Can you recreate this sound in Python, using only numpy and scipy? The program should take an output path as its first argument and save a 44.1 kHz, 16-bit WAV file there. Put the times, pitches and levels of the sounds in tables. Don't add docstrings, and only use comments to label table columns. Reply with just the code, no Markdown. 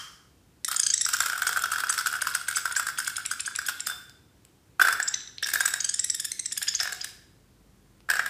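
import sys
import numpy as np
from scipy import signal
from scipy.fft import rfft, irfft, next_fast_len
from scipy.io import wavfile
from scipy.ndimage import uniform_filter1d

SR = 44100
rng = np.random.default_rng(int(sys.argv[2]) if len(sys.argv) > 2 else 0)


def to_wav(s):
    ch = np.atleast_2d(s).T
    pcm = np.round(np.clip(ch, -1, 1) * 32767)
    wavfile.write(sys.argv[1], SR, pcm.astype(np.int16))


N = 365808
TIME = np.arange(N) / SR

# start_s, level_db, length_s, wetness (0 to 1)
SQUEAKS = [(0.646, -24, 0.0068, 0.5), (0.68, -28.5, 0.012, 1), (0.7626, -20.5, .007, 0.08),
           (.795, -17.5, 0.008, 0.34), (0.832, -22, 0.0097, 0.01), (.865, -18.5, 0.0077, 0.34),
           (.901, -20, .009, 0.08), (.937, -17.5, 0.0089, 0.22), (0.978, -22, 0.0034, 0.09),
           (1.01, -21, 0.011, 0.34), (1.05, -21, 0.0068, 0), (1.1353, -22, 0.0065, .3),
           (1.2036, -24.5, .008, .3), (1.468, -27.5, .016, 0.37), (1.62, -29.5, 0.0063, 1),
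           (1.714, -34.5, .02, 0.9), (1.891, -23.5, 0.019, 0.2), (2.067, -31, 0.012, .8),
           (2.217, -26.5, 0.0098, 0.6), (2.346, -24.5, 0.0097, 0.26), (2.481, -30, 0.013, 0.3),
           (2.555, -26.5, 0.022, 0.17), (2.721, -31.5, 0.0081, 0.43), (2.759, -29.5, 0.036, 0),
           (2.983, -28, 0.014, 0.56), (3.072, -29, 0.0076, .5), (3.166, -27.5, 0.0081, .5),
           (3.26, -24, 0.0043, 0.28), (3.309, -32, .02, 0.33), (3.403, -25.5, 0.0056, 0.2),
           (3.458, -32, 0.02, 0.32), (3.56, -23.5, 0.0033, 0.21), (3.662, -32, 0.015, 0.9),
           (3.804, -27, 0.0057, 0.11), (3.864, -33, 0.0095, 0.02), (5.026, -26, 0.0093, 0.04),
           (5.076, -25, 0.016, 0.05), (5.14, -22, 0.0075, 0.12), (5.206, -42, 0.0053, 0),
           (5.275, -39.5, 0.0054, 0.16), (5.383, -31, 0.0023, 0), (5.431, -26, 0.0074, 0),
           (5.442, -25, 0.0069, 0.14), (5.6, -27.5, 0.019, 0.53), (5.658, -17, 0.0047, 0.08),
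           (5.737, -23.5, 0.0055, 0.44), (5.803, -24.5, 0.01, .1), (5.843, -23.5, 0.01235, 0.33),
           (5.89, -23, 0.011, 0.2), (5.9395, -24, 0.0086, .3), (5.993, -20.5, 0.0092, 0.1),
           (6.041, -23.5, 0.01, 0.41), (6.099, -19.5, 0.0077, 0.02), (6.145, -27, 0.0097, 0.68),
           (6.197, -27, .011, 0.66), (6.246, -28, .014, 0.9), (6.317, -24.5, 0.0047, 0.54),
           (6.393, -25.5, 0.0088, 0.28), (6.457, -26, 0.009, 0.17), (6.52, -28.5, 0.012, 0.42),
           (6.574, -26.5, 0.011, 0.95), (6.625, -25.5, 0.0076, .9), (6.6785, -23, .016, 0.31),
           (6.747, -22.5, 0.012, 0.04), (6.8, -22, 0.0066, .1), (6.807, -27.5, 0.006, 0.04),
           (7.009, -33, 0.013, .1), (7.0442, -29.5, 0.0027, 0.9)]
# peak_s, pop_db, spit_db
POPS = [(.687, -27, -42.5), (.716, -25, -23.5), (1.065, -26.5, -27), (1.09, -25.5, -22.5),
        (1.135, -30, -22.5), (1.143, -20, -28), (1.206, -16.5, -19), (1.234, -24.5, -36.5),
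        (1.262, -21.5, -22), (1.3, -23, -28), (1.333, -21, -31), (1.38, -28, -28.5), (1.422, -19, -23),
        (1.47, -17, -22.5), (1.493, -21.5, -25), (1.53, -26.5, -29), (1.563, -20, -34.5),
        (1.573, -18.5, -25.5), (1.64, -18, -25), (1.72, -21.5, -25), (1.734, -22.5, -34), (1.761, -22, -32),
        (1.785, -26.5, -28.5), (1.805, -24, -26.5), (1.838, -20, -34), (1.9, -20, -27.5),
        (1.928, -31.5, -25.5), (1.941, -37, -29), (1.98, -23.5, -23), (1.99, -22, -25),
        (2.062, -18.5, -26.5), (2.071, -25, -23.5), (2.129, -26.5, -28.5), (2.14, -20.5, -36),
        (2.156, -24.5, -34), (2.223, -21.5, -30.5), (2.272, -20, -24), (2.284, -33, -33),
        (2.352, -19.5, -23), (2.486, -21.5, -25.5), (2.513, -28, -29), (2.571, -21, -23.5),
        (2.657, -19, -26), (2.712, -26.5, -46.5), (2.766, -19.5, -26.5), (2.798, -20.5, -24),
        (2.87, -25.5, -27), (2.888, -23.5, -30), (2.988, -23.5, -37), (3.003, -25.5, -29),
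        (3.048, -43, -34), (3.079, -22.5, -24.5), (3.183, -26, -35.5), (3.315, -22.5, -30),
        (3.479, -24, -49), (3.59, -22, -27), (3.687, -20.5, -22), (3.872, -26.5, -22), (3.9, -25, -35),
        (4.799, -12.5, -30), (4.817, -8, -22), (4.826, -23.5, -24), (4.85, -22, -35.5), (4.873, -17, -29.5),
        (4.886, -13.5, -25.5), (4.909, -23.5, -32.5), (4.928, -20.5, -24.5), (5.429, -24, -29.5),
        (5.472, -32, -27), (5.489, -29, -28.5), (5.538, -23, -18), (5.559, -18, -29.5), (5.608, -17, -26.5),
        (5.657, -21.5, -21.5), (5.68, -26.5, -24), (5.74, -23, -29.5), (6.618, -31, -35), (6.803, -28, -47),
        (6.811, -26.5, -32), (6.833, -29.5, -26), (6.856, -26.5, -37), (6.876, -27, -34.5),
        (6.925, -29.5, -30), (7.046, -34, -28.5), (8.091, -23, -44.5), (8.103, -14, -21), (8.116, -33, -45),
        (8.138, -21, -30.5), (8.169, -25, -33), (8.195, -15.5, -34), (8.263, -23.5, -29)]
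# time_s, low_mode_hz, high_mode_hz, ring_db, flap_db
BALLOON = [(0, 1310, 3177, -9, -32), (1.2, 1470, 3230, -28.5, -17), (3.65, 1590, 3497, -28.5, -25),
           (3.87, 1530, 3558, -15.5, -20), (4.9, 1530, 3486, -29.5, -15), (5.7, 1670, 3787, -21, -17.5),
           (6.9, 1706, 3826, -22.5, -8.5), (8.3, 1703, 3710, -38, -14)]


def amp(db):
    return 10 ** (np.asarray(db) / 20)


def unit(x):
    return x / np.sqrt(np.mean(x ** 2) + 1e-20)


def spectrum_at(points, hz):
    freqs, values = np.transpose(points)
    return np.interp(np.log(hz + 1), np.log(freqs + 1), values)


def along(table, s):
    times, *columns = np.transpose(table)
    return [np.interp(s, times, column) for column in columns]


def add(mix, start_s, sound):
    part = mix[max(round(start_s * SR), 0):][:len(sound)]
    part += sound[:len(part)]


def colour(x, points):
    size = next_fast_len(len(x))
    gain = unit(amp(spectrum_at(points, np.fft.rfftfreq(size, 1 / SR))))
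    return irfft(rfft(x, size) * gain, size)[:len(x)]


def resonate(x, hz, width_hz):
    turn = np.exp(2j * np.pi * np.cumsum(hz * np.ones(len(x))) / SR)
    pole = np.exp(-np.pi * width_hz / SR)
    return 2 * (turn * signal.lfilter([1 - pole], [1, -pole], x / turn + 1e-18)).real


def wobble(count, smooth):
    return unit(uniform_filter1d(uniform_filter1d(rng.standard_normal(count), smooth), smooth))


def swell(t, length_s, rise, fall):
    return np.where(t < 0, np.exp(-(t / (rise * length_s)) ** 2), np.exp(-abs(t) / (fall * length_s)))


def fade(t, t60_s):
    return amp(-60 * t / t60_s)


def room_tone(noise_db=-60, hum_hz=49, overtone_db=-2.0):
    # freq_hz, gain_db
    noise_colour = [(20, -40.5), (35, -20.5), (55, -0.5), (110, 0.5), (200, -6), (350, -7.5), (600, -17.5),
                    (1400, -21), (2500, -25), (8000, -27.5), (15000, -33)]
    # time_s, level_db
    hum_level = [(0, -90.5), (6.2, -77.5), (7.2, -66.5), (8.3, -64)]
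    noise = unit(colour(rng.standard_normal(N), noise_colour))
    phase = 2 * np.pi * hum_hz * TIME
    hum = unit(np.sin(phase) + amp(overtone_db) * np.sin(4 * phase))
    return amp(noise_db) * noise + amp(along(hum_level, TIME)[0]) * hum


def opening_tail(level_db=-39.5, t60_s=0.62, ring_db=-6.5, ring_t60_s=0.58):
    # freq_hz, gain_db
    wash_colour = [(180, -49), (300, -33), (869, -19.5), (1250, 0), (2690, -17.5), (3170, 0), (3610, -19.5),
                   (5350, -5), (5900, -10), (15000, -28.5)]
    wash = unit(colour(rng.standard_normal(N), wash_colour)) * fade(TIME, t60_s)
    high_mode_hz = BALLOON[0][2]
    ring = np.sin(2 * np.pi * high_mode_hz * TIME) * fade(TIME, ring_t60_s)
    return amp(level_db) * (wash + amp(ring_db) * ring)


def room_tail(build_s=0.00067):
    # freq_hz, t60_s
    decay_times = [(200, .5), (800, 0.67), (2000, 0.66), (5500, 0.61), (9000, .55), (15000, 0.52)]
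    # freq_hz, gain_db
    wall_colour = [(100, 12), (1500, -1), (2500, 3), (5000, 0.5), (8000, -2.5), (11000, -2), (15000, 1)]
    hz, t, bands = signal.stft(rng.standard_normal(SR), SR, nperseg=256)
    bands *= fade(t, spectrum_at(decay_times, hz)[:, None])
    tail = signal.istft(bands, SR, nperseg=256)[1][:SR]
    build = 1 - np.exp(-(TIME[:SR] / build_s) ** 2)
    tail = colour(tail * build, wall_colour)
    return tail / np.linalg.norm(tail)


def room(x, wet_db=-6.0, table_db=-19.0, table_s=0.0031, drift_hz=1.293, tails=3):
    echo = np.interp(TIME - table_s, TIME, x)
    walls = np.zeros(N)
    for k in range(tails):
        crossfade = np.cos(np.pi * (drift_hz * TIME + k / tails))
        walls += signal.oaconvolve(x * crossfade, room_tail())[:N]
    return amp(table_db) * echo + amp(wet_db) * walls * np.sqrt(2 / tails)


def dish(x):
    # pitch_hz, width_hz, gain_db
    modes = [(732, 9.9, 0.5), (5010, 38, -1), (5443, 28, -3), (7550, 18, -4.5)]
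    return sum(amp(db) * resonate(x, hz, width_hz) for hz, width_hz, db in modes)


def balloon(x, low_db=-11.5, low_width_hz=80, high_t60_s=0.516, waver_hz=32,
            third_hz=5200, third_db=-10.5, third_t60_s=0.27):
    out = amp(low_db) * resonate(x, along(BALLOON, TIME)[0], low_width_hz)
    t = TIME[:SR // 2]
    for s, pop_db, _ in POPS:
        _, high_hz, ring_db, _ = along(BALLOON, s)
        phase = 2 * np.pi * np.cumsum(high_hz + waver_hz * wobble(len(t), smooth=400)) / SR
        ring = np.sin(phase) * fade(t, high_t60_s)
        ring += amp(third_db) * np.sin(third_hz / high_hz * phase) * fade(t, third_t60_s)
        add(out, s, amp(pop_db + ring_db) * ring * rng.choice([-1, 1]))
    return out


def ticks(decay_s=0.00086, width_hz=3500):
    # start_s, peak_db, pitch_hz
    strays = [(.3494, -63, 3000), (4.096, -33.5, 5460), (4.4508, -37, 8560), (8.005, -44.5, 1560)]
    out, t = np.zeros(N), TIME[:SR // 50]
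    for s, db, hz in strays:
        tick = resonate(rng.standard_normal(len(t)) * np.exp(-t / decay_s), hz, width_hz)
        add(out, s, amp(db) * tick / abs(tick).max())
    return out


def rasps(length_s=0.0067, lead_s=0.006):
    # time_s, gain_db
    rasp_level = [(.65, -43), (1.1, -19), (2.5, -6), (3, -4.5), (3.55, -7), (5, -22.5), (6.4, -24),
                  (6.6, -8.5), (6.8, -11)]
    # freq_hz, gain_db
    rasp_colour = [(400, -41), (1200, -7), (2100, 3.5), (4000, 2.5), (6000, -8), (9500, -3), (13000, -24)]
    envelope, t = np.zeros(N), np.arange(-SR // 100, SR // 40) / SR
    for s, db, *_ in SQUEAKS:
        puff = amp(db + along(rasp_level, s)[0]) * swell(t, length_s, rise=0.26, fall=0.76)
        add(envelope, s - lead_s + t[0], puff)
    return envelope * unit(colour(rng.standard_normal(N), rasp_colour))


def squeaks(rise=0.16, jitter=0.02, sweep=0.48, open_share=0.19, hiss=0.081, flicker_db=4.0,
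            dry_width_hz=890, wet_width_hz=8800, wet_lift_hz=1520, low_cut_hz=1280):
    # time_s, flutter_hz, resonance_hz
    slit = [(.65, 1937, 8000), (.77, 1660, 8170), (.9, 1600, 6970), (.94, 1926, 7470), (1.5, 1711, 7860),
            (2.3, 1682, 8780), (3.86, 1790, 8380), (5.02, 1890, 8460), (5.14, 1928, 5820),
            (5.42, 1788, 5200), (5.66, 1842, 8350), (5.81, 1617, 7170), (5.89, 1650, 7600),
            (6.02, 1964, 8300), (6.21, 1772, 7300), (6.38, 2090, 7630), (6.58, 1733, 7700),
            (6.68, 1817, 5830), (6.75, 1637, 6800), (6.81, 1708, 5830)]
    out, harmonic = np.zeros(N), np.arange(1, 9)[:, None]
    for s, db, length_s, wet in SQUEAKS:
        count = max(int(length_s * SR), 64)
        progress = np.linspace(0, 1, count)
        flutter_hz, slit_hz = along(slit, s)
        flutter_hz *= (0.01 / length_s) ** 0.087
        climb = rise * (np.sqrt(progress) - np.sqrt(0.5))
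        pitch_hz = flutter_hz * (1 + climb + jitter * wobble(count, smooth=24))
        width_hz = dry_width_hz + wet * wet_width_hz
        centre_hz = (slit_hz + wet * wet_lift_hz) * (1 - sweep * np.exp(-progress / open_share))
        skirt = (0.043 + 0.19 * wet) * (1 - progress) / np.sqrt(harmonic)
        gains = skirt + 1 / (1 + (2 * (harmonic * pitch_hz - centre_hz) / width_hz) ** 2)
        gains /= 1 + (harmonic * pitch_hz / (centre_hz + 0.71 * width_hz)) ** 10
        phase = 2 * np.pi * harmonic * np.cumsum(pitch_hz) / SR
        phase += 0.88 * rng.standard_normal(harmonic.shape)
        tone = unit((gains * np.sin(phase)).sum(0))
        air = resonate(rng.standard_normal(count), centre_hz, width_hz=5000)
        air = unit(resonate(air, centre_hz, width_hz=5000))
        lean = 0.7 + 0.38 * (1 - wet)
        flow = abs(np.sin(np.pi * progress ** lean)) ** 0.51
        flow *= amp(flicker_db * wobble(count, smooth=30))
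        add(out, s, amp(db) * unit((tone + hiss * air) * flow))
    return signal.sosfilt(signal.butter(4, low_cut_hz, "high", fs=SR, output="sos"), out)


def froth(per_s, spread_db, sizes=18):
    out = np.zeros(N)
    for hz in np.linspace(1400, 14000, sizes):
        progress = np.linspace(0, 1, int(9 * SR / max(hz, 3000)))
        phase = 2 * np.pi * np.cumsum(hz * (0.9 + 0.2 * progress)) / SR
        blip = np.sin(phase) * np.sqrt(progress) * (1 - progress) ** 2
        births = np.flatnonzero(rng.random(N) < per_s / sizes / SR)
        train = np.zeros(N)
        train[births] = rng.choice([-1, 1], len(births)) * amp(spread_db * rng.random(len(births)))
        out += signal.oaconvolve(train, blip / np.linalg.norm(blip))[:N]
    return unit(out)


def bubbles(followers=2, after_db=-10.5, spread_db=2.5, min_wait_s=0.005, extra_wait_s=0.016,
            ordinary_s=0.003, ordinary_db=-21.5, doubling_db=50.5, pitch_scatter=0.022):
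    # time_s, pitch_hz
    pop_pitch = [(.7, 1356), (1.2, 1445), (2.6, 1501), (4.8, 1499), (5.6, 1649), (8.2, 1614)]
    rows = []
    for s, pop_db, spit_db in POPS:
        rows.append((s, pop_db, spit_db))
        for wait, size in zip(rng.exponential(1, followers), rng.standard_normal(followers)):
            drop_db = after_db + spread_db * size
            rows.append((s + min_wait_s + extra_wait_s * wait, pop_db + drop_db, spit_db + drop_db))
    s, pop_db, spit_db = np.transpose(rows)
    length_s = ordinary_s * 2 ** ((pop_db - ordinary_db) / doubling_db)
    pitch_hz = along(pop_pitch, s)[0] * (1 + pitch_scatter * rng.standard_normal(len(s)))
    return np.transpose([s, pop_db, spit_db, length_s, pitch_hz])


def spits(bursts, length_s=0.0028, hiss=0.73, spray_db=-13.0, pop_spray_db=-21.0, spray_s=0.02,
          drops_per_s=900, clump_db=5.5):
    # freq_hz, gain_db
    spit_colour = [(120, -21), (350, -15), (650, -19), (1300, 2.5), (2500, -3.5), (4200, -2.5), (5300, 4),
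                   (6300, -3.5), (7800, 4), (10000, -1.5), (12000, -6), (15000, -1)]
    tear_power, spray_power = np.zeros(N), np.zeros(N)
    t = np.arange(-SR // 100, SR // 5) / SR
    tear = swell(t, length_s, rise=1.0, fall=0.9)
    thinning = (t > 0) * np.exp(-abs(t) / spray_s)
    for s, _, spit_db, *_ in bursts:
        add(tear_power, s + t[0], (amp(spit_db) * tear) ** 2)
        add(spray_power, s + t[0], (amp(spit_db + spray_db) * thinning) ** 2)
    for s, pop_db, _ in POPS:
        add(spray_power, s + t[0], (amp(pop_db + pop_spray_db) * thinning) ** 2)
    fizz = froth(per_s=3600, spread_db=-0.5) + hiss * rng.standard_normal(N)
    fizz /= np.sqrt(uniform_filter1d(fizz ** 2, size=130) + 1e-9)
    crackle = unit(froth(drops_per_s, spread_db=18) * amp(clump_db * wobble(N, smooth=150)))
    return colour(np.sqrt(tear_power) * fizz + np.sqrt(spray_power) * crackle, spit_colour)


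def pops(bursts, glide=0.0806, jitter=0.075):
    # freq_hz, gain_db
    flap_colour = [(130, -26.5), (220, -17), (310, -11.5), (430, -1.5), (560, -5), (730, 4.5), (1000, -4),
                   (2400, 3), (4000, -6.5), (9000, -35.5)]
    tones, flaps = np.zeros(N), np.zeros(N)
    t = np.arange(-SR // 100, SR // 40) / SR
    for s, db, _, length_s, hz in bursts:
        envelope = amp(db) * swell(t, length_s, rise=0.57, fall=1.0)
        slide = glide * rng.uniform(-1.134, 1.992) * np.tanh(t / length_s)
        pitch_hz = hz * (1 + slide + jitter * wobble(len(t), smooth=30))
        add(tones, s + t[0], envelope * unit(np.sin(2 * np.pi * np.cumsum(pitch_hz) / SR)))
        add(flaps, s + t[0], envelope * rng.standard_normal(len(t)))
    *_, flap_db = along(BALLOON, TIME)
    return tones + amp(flap_db) * colour(flaps, flap_colour)


def scene():
    bursts = bubbles()
    spurts = rasps() + squeaks() + pops(bursts) + spits(bursts) + ticks()
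    near = spurts + balloon(spurts) + dish(spurts)
    return (near + room(near) + opening_tail() + room_tone())[None]


def record(dry, cutoff_hz=15250):
    limited = dry / (1 + dry ** 8) ** (1 / 8)
    low_pass = signal.firwin(301, cutoff_hz, window=("kaiser", 8), fs=SR)
    return signal.oaconvolve(limited, low_pass[None], "same")


dry = scene()
out = record(dry)
to_wav(out)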